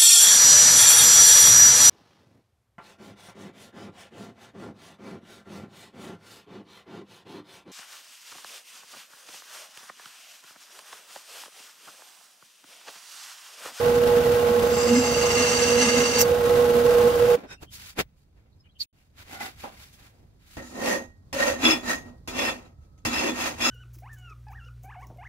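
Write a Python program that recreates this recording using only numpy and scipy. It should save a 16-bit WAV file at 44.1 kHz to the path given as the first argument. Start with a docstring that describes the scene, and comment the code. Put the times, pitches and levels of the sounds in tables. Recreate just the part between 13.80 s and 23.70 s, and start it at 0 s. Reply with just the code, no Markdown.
"""Drilling and filing steel

A bench drill hums, rattles and squeals through a steel bar and screeches as it breaks through; then the scene
changes. The table is brushed clean and, after a blank moment, a gloved hand settles a bar in a vice. A flat
file is laid on and pushed in strokes: its teeth catch and let go, making blade, bar, vice and bench ring. All
is faster than life, so blows smear into bursts of grit. Behind are faint chirps and a low rumble."""
import sys
import numpy as np
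from scipy import signal
from scipy.fft import rfft, irfft, next_fast_len
from scipy.io import wavfile
from scipy.ndimage import uniform_filter1d

SR = 44100
rng = np.random.default_rng(int(sys.argv[2]) if len(sys.argv) > 2 else 0)


def store_wav(level_fs):
    """Save 16-bit WAV to argv[1]."""
    pcm = np.round(np.clip(np.atleast_2d(level_fs), -1, 1) * 32767)
    wavfile.write(sys.argv[1], SR, pcm.T.astype(np.int16))


N = 436590
TIME = np.arange(N) / SR
SIZE = next_fast_len(N + SR // 2)
HZ = np.maximum(np.arange(SIZE // 2 + 1) * SR / SIZE, 1)   # the pitches in a spectrum

# The motor's hum ringing in its housing: time_s, level_db
HOUSING = [(0.0, -24), (0.06, -17.5), (0.7, -19), (1.17, -23), (1.18, -24.5), (2.0, -21.5), (2.03, -25),
           (2.21, -21), (2.3, -25.5), (2.51, -19.5), (2.58, -23.5), (2.67, -18.5), (3.3, -18), (3.33, -22),
           (3.45, -15.5), (3.55, -19)]
# A lower hum that groans as the bit bites: time_s, level_db
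HUM = [(0.0, -45), (0.06, -34.5), (0.62, -38.5), (0.78, -33.5), (1.0, -38), (1.12, -22.5), (1.21, -20.5),
       (1.25, -31), (1.55, -39.5), (1.59, -29.5), (1.7, -37), (2.17, -29), (2.58, -41), (3.06, -33),
       (3.12, -46.5), (3.26, -32), (3.36, -52), (3.55, -43)]
def motor():
    """The motor's magnets make two trembling tones, a little louder on the right."""
    housing = amp(in_time(HOUSING)) * wavering(hz=480.5, wander_hz=2.5, flutter_db=1.5)
    hum = amp(in_time(HUM)) * wavering(hz=242.5, wander_hz=9, flutter_db=3.5)
    return housing * amp([[-2.8], [2.1]]) + hum * amp([[-1.2], [1.1]])


# The rattle's tone colour (how strong its lows and highs are): pitch_hz, level_db
RATTLE_COLOUR = [(15, -62.5), (25, -34.5), (86, -26), (160, -24), (400, -25.5), (568, -17.5), (850, -28),
                 (1000, -31), (1500, -25.5), (1810, -35), (2780, -35), (8620, -46), (12000, -43.5),
                 (15600, -43.5)]
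# Notes at which the machine rings: pitch_hz, width_hz, boost_db
RATTLE_NOTES = [(81.6, 51, 4.5), (253, 23, 2.5), (475, 56, 2), (531, 37, 6.5), (840.3, 12, 15),
                (1080.7, 23, 14.5), (1305, 28, -3), (1927, 35, 10), (2840, 51, -5), (4100, 64, 4.5)]
def rattle():
    """Belt and spindle rattle, partly following the loudness of the housing. Gives a spectrum."""
    swing_db = in_time(HOUSING) - np.mean(np.array(HOUSING)[:, 1])
    force = amp(-43.5 + 0.34 * swing_db) * grit(1.6, 60)
    return sound(force, body(RATTLE_COLOUR, RATTLE_NOTES), 9500, 14940)


# How loudly the bit cuts: time_s, level_db
CUT = [(0.72, -55.5), (1.014, -35), (1.176, -31.5), (1.37, -31.5), (1.634, -27), (1.98, -27), (2.36, -29),
       (2.414, -25.5), (2.448, -48), (2.47, -61)]
# The tone colour of cutting: pitch_hz, level_db
CUT_COLOUR = [(410, -38), (700, -7.5), (847, 0), (2530, -10), (2780, -6.5), (3210, -13), (4580, -12),
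              (5100, -11), (6090, -4), (12000, -23.5), (15600, -57), (22000, -120)]
# The bit's squealing notes: pitch_hz, width_hz, boost_db
BIT_NOTES = [(1222, 13, 9), (1657, 35, 11), (2117, 50, 11), (2390, 16, -2), (2740, 190, 10.5),
             (4250, 160, 10.5), (4320, 73, 1), (4620, 33, 19.5), (5540, 68, 2.5), (5937, 48, 13),
             (6140, 35, 4.5), (6700, 60, 10), (8030, 25, 8.5), (8220, 35, 13), (9540, 54, 7)]
# The tip's high notes: pitch_hz, width_hz, boost_db
TIP_NOTES = [(5000, 130, 3), (7200, 36, 4), (7500, 50, 8.5)]
# The tip squeals most as it first bites: time_s, boost_db
BITE = [(.8, 2), (.93, 12.5), (1.2, 10), (1.4, 2.5), (2.4, -3)]
def cutting():
    """The bit shears steel, which hisses and makes the bit and its tip squeal. Gives a spectrum."""
    shear = during(CUT) * amp(in_time(CUT)) * grit(1.6, 57)
    shear /= gain(body(CUT_COLOUR, BIT_NOTES), 2400, 8500)
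    hiss = rfft(shear, SIZE) * amp(at_hz(CUT_COLOUR))
    squeal = rfft(shear * amp(2 + 0.94 * drift(3.5)), SIZE) * rings(CUT_COLOUR, BIT_NOTES)
    tip = rfft(shear * amp(in_time(BITE) + 2.1 * drift(19)), SIZE) * rings(CUT_COLOUR, TIP_NOTES)
    return hiss + squeal + tip


# The screech of breaking through: time_s, level_db
SCREECH = [(2.38, -59.5), (2.387, -27.5), (2.402, -23.5), (2.412, -17.5), (2.422, -25), (2.438, -42.5),
           (2.445, -69)]
# Its tone colour: pitch_hz, level_db
SCREECH_COLOUR = [(3500, -16.5), (5600, 2.5), (7500, 0), (10000, -9.5), (13500, -3.5), (15700, -4)]
# Its shrill notes: pitch_hz, width_hz, boost_db
SCREECH_NOTES = [(5700, 180, 3.5), (6290, 120, 7), (13600, 300, 11), (14570, 600, 10)]
def breakthrough():
    """The bit breaks through the bar with one bright screech. Gives a spectrum."""
    force = during(SCREECH) * amp(in_time(SCREECH)) * grit(2.5, 150)
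    return sound(force, body(SCREECH_COLOUR, SCREECH_NOTES), 3500, 14000)


# Touches and strokes of the file; the last six columns are boosts on top of level_db:
# peak_s, rise_s, hold_s, level_db, lows_db, highs_db, blade_db, upright_bar_db, vice_db, bench_db
STROKES = [(6.769, -0.02, 0.0, -43, 4.5, -7, -15, 9.5, -2, 2),
           (6.82, 0.06, 0.14, -57.5, 1, 5, -12, 11, -1, 6),
           (7.067, 0.1579, 0.074, -32, 3.5, -2.5, -8, 5, 2.5, -5),
           (7.46, -0.7, 0.098, -86.5, -1.5, -13, -5, -31, -20, 1),
           (7.536, 0.13, 0, -37, -2.5, 0, 2, -8, 1, -1), (7.631, 0.2374, 0.068, -28, -7, -6, -11, 4, 10, 1),
           (7.856, .09, 0.057, -24, -5.5, -6.5, 5, -6, -3, 10),
           (8.098, 0.1, 0.026, -32.5, -0.5, -2.5, -3.5, 3.5, -3, -14),
           (8.259, .1, 0.031, -60.5, 12.5, -6, -16, -7, -11.5, -10.5),
           (8.48, 5, 0, -37, -3, -2, 3, -12, -6, 3),
           (8.596, 0.11, 0.09, -30.5, -2.5, -6.5, 4.5, 2, -0.5, -4),
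           (8.797, .05, .07, -60.5, 3, -9, -12.5, -13, 0, -8),
           (9.038, 0.1, 0.0092, -75, 0, -1.5, -10, -15, -8, -1),
           (9.178, -0.4, 0.0022, -71, -15, 0, -9, -14.5, -8, -1.5),
           (9.251, .003, 0.0, -26.5, -8, -2.5, 1, -14, -3.5, 10),
           (9.339, 0.06, .06, -31, -5, -7.5, 3.5, 0, -7, -15),
           (9.455, 0.33, 0.04, -32.5, -0.5, -7, -4, -1.5, 1.5, 11.5),
           (9.618, .15, 0.055, -30, -6, -5.5, -2.5, -2, -3, -2.5),
           (9.825, 0.07, .06, -29.5, -6, -4, 5.5, -0.5, -0.5, -3)]
# The file lands on the steel: start_s, level_db, decay_s
LANDINGS = [(6.768, -29, 0.02), (7.529, -10, 0.0044), (8.476, -38, 0.029), (9.251, -25, 0.014)]
# The tone colour of the rasp: pitch_hz, level_db
RASP_COLOUR = [(53, -55), (90, -25.5), (243, 2), (444, -6.5), (551, -2), (1150, -8), (2660, -10.5),
               (3090, -15.5), (3440, -14.5), (3680, -23), (5190, -13), (15600, -24.5)]
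# Notes of the clamped bar, file blade, upright bar, vice jaws and bench: pitch_hz, width_hz, boost_db
BAR_NOTES = [(246.2, 10, 9), (374, 25, -3.5), (937, 31, -14), (1303, 49, 7.5), (1766, 99, 2),
             (2205, 56, -15.5), (3910, 90, 8), (4320, 54, 2), (6350, 84, 4.5), (6950, 76, 11.5),
             (8370, 67, 4.5)]
BLADE_NOTES = [(2450, 45, 6), (2672, 42, 10), (3430, 28, 15), (5155, 45, 13)]
UPRIGHT_NOTES = [(1886, 5.5, 9), (1876, 9, 5), (1860, 60, 9), (6498, 9, 6)]
VICE_NOTES = [(501, 11, -1.5), (549.5, 33, 12.5)]
BENCH_NOTES = [(314, 31, 5)]
def filing():
    """The file's teeth scrape the bar and set the parts ringing. Gives a spectrum and the rasp's level."""
    peak_s, rise_s, hold_s, *levels = np.transpose(STROKES)
    lift_s = 0.12
    # No rasp until the file is down.
    landed_s = [max(at for at, *_ in LANDINGS if at < s + .01) - .001 for s in peak_s]
    curves = contacts(peak_s, rise_s, hold_s, lift_s, *levels, tail_db=-25.5, earliest_s=landed_s)
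    rasp_db, dip_db, lows_db, highs_db, blade_db, upright_db, vice_db, bench_db = curves
    lows_db += np.clip(0.51 * dip_db, 0, 8)   # the lows fade less than the rest
    sag_db = np.clip(.4 * dip_db, 0, 15)   # lighter pressure, less ringing
    ringing = [(BLADE_NOTES[k::2], blade_db - sag_db + 3 * drift(20)) for k in range(2)]
    ringing += [(UPRIGHT_NOTES, upright_db + 3 * drift(10)),
                (VICE_NOTES, vice_db - sag_db), (BENCH_NOTES, bench_db - sag_db)]
    rasp = rubbing(rasp_db, lows_db, highs_db, RASP_COLOUR, BAR_NOTES, ringing, chatter_db=1.0)
    steel = body(RASP_COLOUR, BAR_NOTES[1:] + BLADE_NOTES + UPRIGHT_NOTES[2:3])
    return rasp + blows(LANDINGS, steel, softer_db=19), rasp_db


# Moves of brush, gloves and tools:
# peak_s, rise_s, hold_s, fall_s, level_db, lows_boost_db, highs_boost_db
MOVES = [(3.563, .01, .03, .1, -51.5, 11, -7.5), (3.64, .03, 0.0092, 0.087, -55, 12.5, -15),
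         (3.719, 0.064, .015, 0.043, -48, -1, -11), (3.829, 0.031, .005, .036, -49.5, 6, 1),
         (3.937, 0.043, 0.022, .08, -57, -10, 13), (3.995, 0.048, .11, 0.066, -52.5, -28, 5),
         (4.194, 0.032, .016, 0.023, -28.5, 1, -4), (4.271, 0.045, .75, 0.096, -84.5, 4.5, 1),
         (4.37, .05, 0.064, .06, -83.5, -3, 11), (4.575, .05, .03, .1, -73, 5.5, -6),
         (4.658, .02, 0.0089, .1, -77, 9, -10), (4.854, .05, .01, 0.11, -73, -20, -20),
         (5.002, 0.029, 0.028, .04, -71.5, -19.5, 28.5), (5.185, 0.13, .03, 0.27, -73, 2.5, 3.5),
         (5.392, .06, 0.03, 0.07, -52.5, -12, -2), (5.529, .11, 0.016, 0.13, -46.5, -3.5, -1),
         (5.61, 0.039, 0.053, .11, -41.5, -4.5, -0.5), (5.807, .08, 0.027, 0.15, -51, -12, 0.5),
         (5.836, .01, .01, 0.18, -47.5, 3, -5.5), (5.92, .1, 0.042, 0.11, -61, 0, 1),
         (6.01, 0.12, 0.025, 0.19, -56, -9, 4), (6.133, .03, .015, .1, -65.5, -11, 10.5),
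         (6.192, 0.055, 0.083, 0.097, -60, -4.5, 0.5), (6.326, .05, 0.039, 0.57, -74.5, 10.5, 2),
         (6.617, .06, .05, .1, -70.5, -8, -0.5), (6.721, 0.17, 0.083, 0.061, -61, -18, 5)]
# The tone colour of their rustle: pitch_hz, level_db
RUSTLE_COLOUR = [(88, -43.5), (150, -8.5), (239, 0), (389, -7), (767, -8.5), (1150, -11.5), (1430, -7),
                 (2410, -9), (2930, -13), (15600, -22.5)]
# Broad notes of the rustle, and notes of a hollow part: pitch_hz, width_hz, boost_db
RUSTLE_NOTES = [(421, 260, -2), (1460, 290, -23), (2380, 420, -16), (4000, 720, -21), (5760, 190, 2),
                (8700, 820, -8)]
HOLLOW_NOTES = [(763, 60, 10.5), (1466, 30, 10.5), (2036, 38, 8)]
# The hollow part rings as it is dragged: time_s, boost_db
DRAG = [(5.44, -38), (5.5, -1.5), (5.6, 7.5), (5.7, -4.5), (5.76, -19)]
def handling():
    """Brush, gloves and tools rustle as they rub on things. 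Gives a spectrum."""
    level_db, _, lows_db, highs_db = contacts(*np.transpose(MOVES), tail_db=-42)
    hollow = [(HOLLOW_NOTES, in_time(DRAG))]
    return rubbing(level_db, lows_db, highs_db, RUSTLE_COLOUR, RUSTLE_NOTES, hollow, chatter_db=1.15)


# An even tone colour: pitch_hz, level_db
FLAT = [(20, 0), (20000, 0)]
# Notes of a small steel part: pitch_hz, width_hz, level_db
CLINK_NOTES = [(1502, 36, 0), (2542, 34, -2.5), (3720, 31, -6), (5090, 32, -6.5), (5650, 40, -5),
               (6780, 38, -12.5), (7580, 29, -21.5), (8270, 43, -13), (9580, 41, -27.5)]
def clink():
    """A small steel part slides and rings. Gives a spectrum."""
    force = swell(peak_s=3.715, level_db=-45.5, half_length_s=0.03) * grit(2.5, 60)
    return sound(force, rings(FLAT, CLINK_NOTES), 1000, 12000)


# A hollow knock: start_s, level_db, decay_s
KNOCK = [(5.837, -25.5, 0.03)]
# Jolts of the bench: start_s, level_db
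THUMPS = [(3.821, -43), (4.183, -32), (6.767, -37.5), (7.526, -38), (8.476, -37.5), (8.98, -44.5),
          (9.25, -27.5)]
# Notes of the knock and of the jolts: pitch_hz, width_hz, level_db
KNOCK_NOTES = [(494, 180, -5), (780, 260, 2.5), (1178, 320, -6)]
THUMP_NOTES = [(65, 40, 1.5), (149.3, 90, -8)]
def bench_bumps(thump_decay_s=0.036):
    """The bumped bench gives one hollow knock and several deep thumps. Gives a spectrum."""
    knock = blows(KNOCK, rings(FLAT, KNOCK_NOTES), softer_db=7.5)
    jolts = [(start_s, level_db, thump_decay_s) for start_s, level_db in THUMPS]
    return knock + blows(jolts, rings(FLAT, THUMP_NOTES), softer_db=4.0)


# Chirps and hums, some perhaps birds: peak_s, pitch_hz, width_hz, level_db, half_length_s
CHIRPS = [(3.787, 2720, 150, -62, 0.022), (3.89, 3130, 300, -60, 0.028), (4.26, 2100, 150, -75.5, 0.014),
          (4.582, 1754, 200, -79, 0.016), (4.735, 4100, 500, -71, .012), (4.805, 5120, 149.7, -66, 0.013),
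          (4.857, 2960, 200, -63.5, .015), (4.87, 2410, 250, -64.5, 0.014), (4.897, 3230, 200, -68, 0.013),
          (4.92, 4000, 400, -72.5, .012), (4.968, 3050, 300, -60, 0.016), (5.015, 4420, 585, -26, .012),
          (5.04, 2600, 300, -61.5, .015), (5.192, 2800, 600, -73, 0.041), (9.1, 1284, 50.1, -74.5, 0.27)]
def chirps():
    """Short, mostly faint swells of noise, each around one pitch. Gives a spectrum."""
    noise, hiss = grit(1.0, 98), 0.01 * band(1700, 14000)
    return sum(sound(swell(peak_s, db, half_s) * noise, peak(hz, width_hz) ** 2 + hiss, 1000, 8000)
               for peak_s, hz, width_hz, db, half_s in CHIRPS)


# The workshop's air: time_s, level_db
AIR = [(3.6, -57.5), (4.06, -54.5), (4.216, -62.5), (4.794, -57.5), (5.05, -60.5), (5.24, -64),
       (5.41, -55.5), (6.62, -56.5), (8.24, -49), (9.26, -55.5), (9.9, -50.5)]
# Its rumbling tone colour: pitch_hz, level_db
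RUMBLE_COLOUR = [(12, -36.5), (20, -7.5), (81, 3.5), (260, -14), (507, -22.5), (935, -29.5), (1140, -31),
                 (2850, -45), (4330, -38.5), (7990, -46), (15600, -50)]
def workshop_air(rasp_db):
    """The room rumbles, more so when filing shakes the floor. Gives a spectrum."""
    shake = amp(-16.5) * uniform_filter1d(amp(rasp_db), int(0.2 * SR))
    force = during(AIR) * np.hypot(amp(in_time(AIR)), shake) * grit(1.1, 15)
    return sound(force, body(RUMBLE_COLOUR, []), 25, 160)


def contacts(peak_s, rise_s, hold_s, fall_s, level_db, *boosts, tail_db, earliest_s=0):
    """Touches over time: their total level, its dip below the peak, and the boosts of the loudest."""
    t = np.arange(0, N + 20, 20) / SR
    earliest_s, peak_s, rise_s, hold_s, fall_s, level_db = (
        np.reshape(column, (-1, 1)) for column in (earliest_s, peak_s, rise_s, hold_s, fall_s, level_db))
    # A rise or a fall spans 30 dB; the rise starts steep and rounds off.
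    rise_left = np.minimum(np.maximum(peak_s - t, 0) / np.maximum(rise_s, .002), 9)
    rise = (t >= earliest_s) * amp(level_db - 30 * rise_left ** 1.23)
    after_s = np.maximum(t - peak_s - hold_s, 0)
    fall = amp(-30 * after_s / fall_s)
    tail = amp(tail_db - 148.5 * after_s)   # the room rings on
    power = rise ** 2 * (fall ** 2 + tail ** 2) + 1e-30
    total_db = 10 * np.log10(power.sum(axis=0))
    share = power / power.sum(axis=0)
    dip_db = level_db[:, 0] @ share - total_db
    return [np.interp(TIME, t, curve) for curve in (total_db, dip_db, *(np.array(boosts) @ share))]


def rubbing(level_db, lows_db, highs_db, colour, notes, ringing, chatter_db):
    """Grit under a sliding touch: pressure shifts the lows and highs while notes come and go."""
    force = amp(level_db) * grit(1.0, 38) * amp(chatter_db * drift(163))   # catching and letting go
    groups = [(notes[k::3], 3 * drift(8.6)) for k in range(3)] + ringing
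    out = 0
    for db, edges_hz in ((lows_db, (1, 900)), (0, (900, 3700)), (highs_db, (3700, SR))):
        share = np.sqrt(band(*edges_hz))
        share /= gain(share * body(colour, notes), 160, 14000)
        out += rfft(force * amp(db), SIZE) * amp(at_hz(colour)) * share
        for group, boost_db in groups:
            out += rfft(force * amp(db + boost_db), SIZE) * rings(colour, group) * share
    return out


def blows(events, response, softer_db):
    """Sudden bursts of grit that die fast and leave the struck thing ringing."""
    envelope = 0
    for start_s, level_db, decay_s in events:
        since_s = np.maximum(TIME - start_s, 0)
        crack = 0.59 * np.exp(-since_s / .004)   # the first hard contact
        envelope += amp(level_db - softer_db) * (TIME >= start_s) * (crack + np.exp(-since_s / decay_s))
    return sound(envelope * grit(1.1, 200), response, 30, 9000)


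def swell(peak_s, level_db, half_length_s):
    """A short, smooth rise and fall."""
    return amp(level_db) * np.exp(-((TIME - peak_s) / half_length_s) ** 2)


def wavering(hz, wander_hz, flutter_db):
    """A tone whose pitch and strength tremble."""
    phase = 2 * np.pi * np.cumsum(hz + wander_hz * drift(14)) / SR
    return np.sqrt(2) * np.sin(phase) * amp(flutter_db * drift(19))


def grit(flicker_db, rate_hz):
    """Two streams of noise, like countless tiny contacts, that flicker together."""
    return rng.standard_normal((2, N)) * amp(flicker_db * drift(rate_hz))


def drift(rate_hz):
    """A smooth random wobble, typically about 1 in size."""
    pole = np.exp(-80 * np.pi * rate_hz / SR)
    slow = signal.lfilter([1], [1, -2 * pole, pole * pole], rng.standard_normal(N // 40 + 2002))[2000:]
    return np.interp(np.arange(N) / 40, np.arange(len(slow)), slow / slow.std())


def sound(force, response, low_hz, high_hz):
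    """The spectrum of a shaken thing; the force sets its level between low_hz and high_hz."""
    return rfft(force, SIZE) * response / gain(response, low_hz, high_hz)


def body(colour, notes):
    """How a thing answers shaking: a broad tone colour plus its ringing notes."""
    return amp(at_hz(colour)) + rings(colour, notes)


def rings(colour, notes):
    """Ringing notes alone, each boosted from the tone colour."""
    peaks = sum(amp(db) * peak(hz, width_hz) * (-1) ** k for k, (hz, width_hz, db) in enumerate(notes))
    return amp(at_hz(colour)) * peaks


def peak(hz, width_hz):
    """One ringing note: the narrower it is, the longer it rings."""
    return 1 / (1 + 1j * (HZ - hz) / (max(width_hz, 1) / 2))


def band(low_hz, high_hz):
    """The share of power kept at each pitch by a soft-edged band."""
    return 1 / (1 + (HZ / high_hz) ** 8) - 1 / (1 + (HZ / low_hz) ** 8)


def gain(response, low_hz, high_hz):
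    """How strongly plain noise comes through within a band."""
    return np.sqrt(np.sum(abs(response) ** 2 * band(low_hz, high_hz)) / len(HZ))


def amp(db):
    """Turn decibels into a multiplier."""
    return 10 ** (np.asarray(db) / 20)


def in_time(table):
    """Join a table's points into a value for every sample."""
    return np.interp(TIME, *np.transpose(table))


def during(table):
    """One from a table's first time to its last, zero outside."""
    return uniform_filter1d(1. * (TIME >= table[0][0]) * (TIME <= table[-1][0] + .008), size=200)


def at_hz(table):
    """Join a table's points into a value for every pitch."""
    pitch_hz, values = np.transpose(table)
    return np.interp(np.log(HZ), np.log(pitch_hz), values)


# Near reflections: delay_s
ECHOES = [.0004, .0011, .0023, .0039]
def stereo(spectra, likeness, lean):
    """Turn two spectra into sound: one is alike on both sides, the other opposite and mixed with echoes."""
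    alike, tilt = np.clip(at_hz(likeness), -.6, 1), amp(at_hz(lean) / 2)
    echoes = sum(np.exp(-2j * np.pi * HZ * s) * (-1) ** k for k, s in enumerate(ECHOES)) / 2
    echo_share = .42
    other = np.sqrt(echo_share) * spectra[0] * echoes + np.sqrt(1 - echo_share) * spectra[1]
    shared = np.sqrt((1 + alike) / 2) * spectra[0]
    opposed = np.sqrt((1 - alike) / 2) * other
    return irfft([(shared + opposed) * tilt, (shared - opposed) / tilt], SIZE)[:, :N]


# How alike left and right are, for drill and bench work: pitch_hz, likeness (1 is the same)
DRILL_LIKENESS = [(60, 0.4), (150, 0.99), (380, 1), (950, 0.074), (2380, 0.16), (5980, 0.2), (15000, -0.17)]
BENCH_LIKENESS = [(60, 0.83), (180, 0.93), (550, 0.23), (1650, -0.12), (4970, -0.27), (15000, -0.15)]
# Which side is louder: pitch_hz, left_minus_right_db
DRILL_LEAN = [(60, -5.5), (150, -0.5), (380, -9.5), (950, 2.5), (2380, -0.5), (5980, -2.5), (15000, -1)]
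BENCH_LEAN = [(60, -3.5), (180, -1), (550, -3), (1650, 1.5), (4970, -3), (15000, 1.5)]
def scene():
    """The drill runs, then the scene changes abruptly to the bench work."""
    change_s, fade_db_per_s = 3.553, 1196.5
    running = amp(-fade_db_per_s * np.clip(TIME - change_s, 0, 1))
    drill = motor() + stereo(rattle() + cutting() + breakthrough(), DRILL_LIKENESS, DRILL_LEAN)
    strokes, rasp_db = filing()
    bench_work = strokes + handling() + clink() + bench_bumps() + chirps() + workshop_air(rasp_db)
    return running * drill + stereo(bench_work, BENCH_LIKENESS, BENCH_LEAN)


def record(dry):
    """The sound drops out for a moment, and the very highest treble is cut away."""
    blank_start_s, blank_end_s, cutoff_hz = 5.057, 5.128, 15720
    audible = uniform_filter1d(1. * ((TIME < blank_start_s) | (TIME > blank_end_s)), size=60)
    return signal.sosfilt(signal.ellip(18, .5, 95, cutoff_hz, fs=SR, output="sos"), dry * audible)


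dry = scene()
out = record(dry)
store_wav(out)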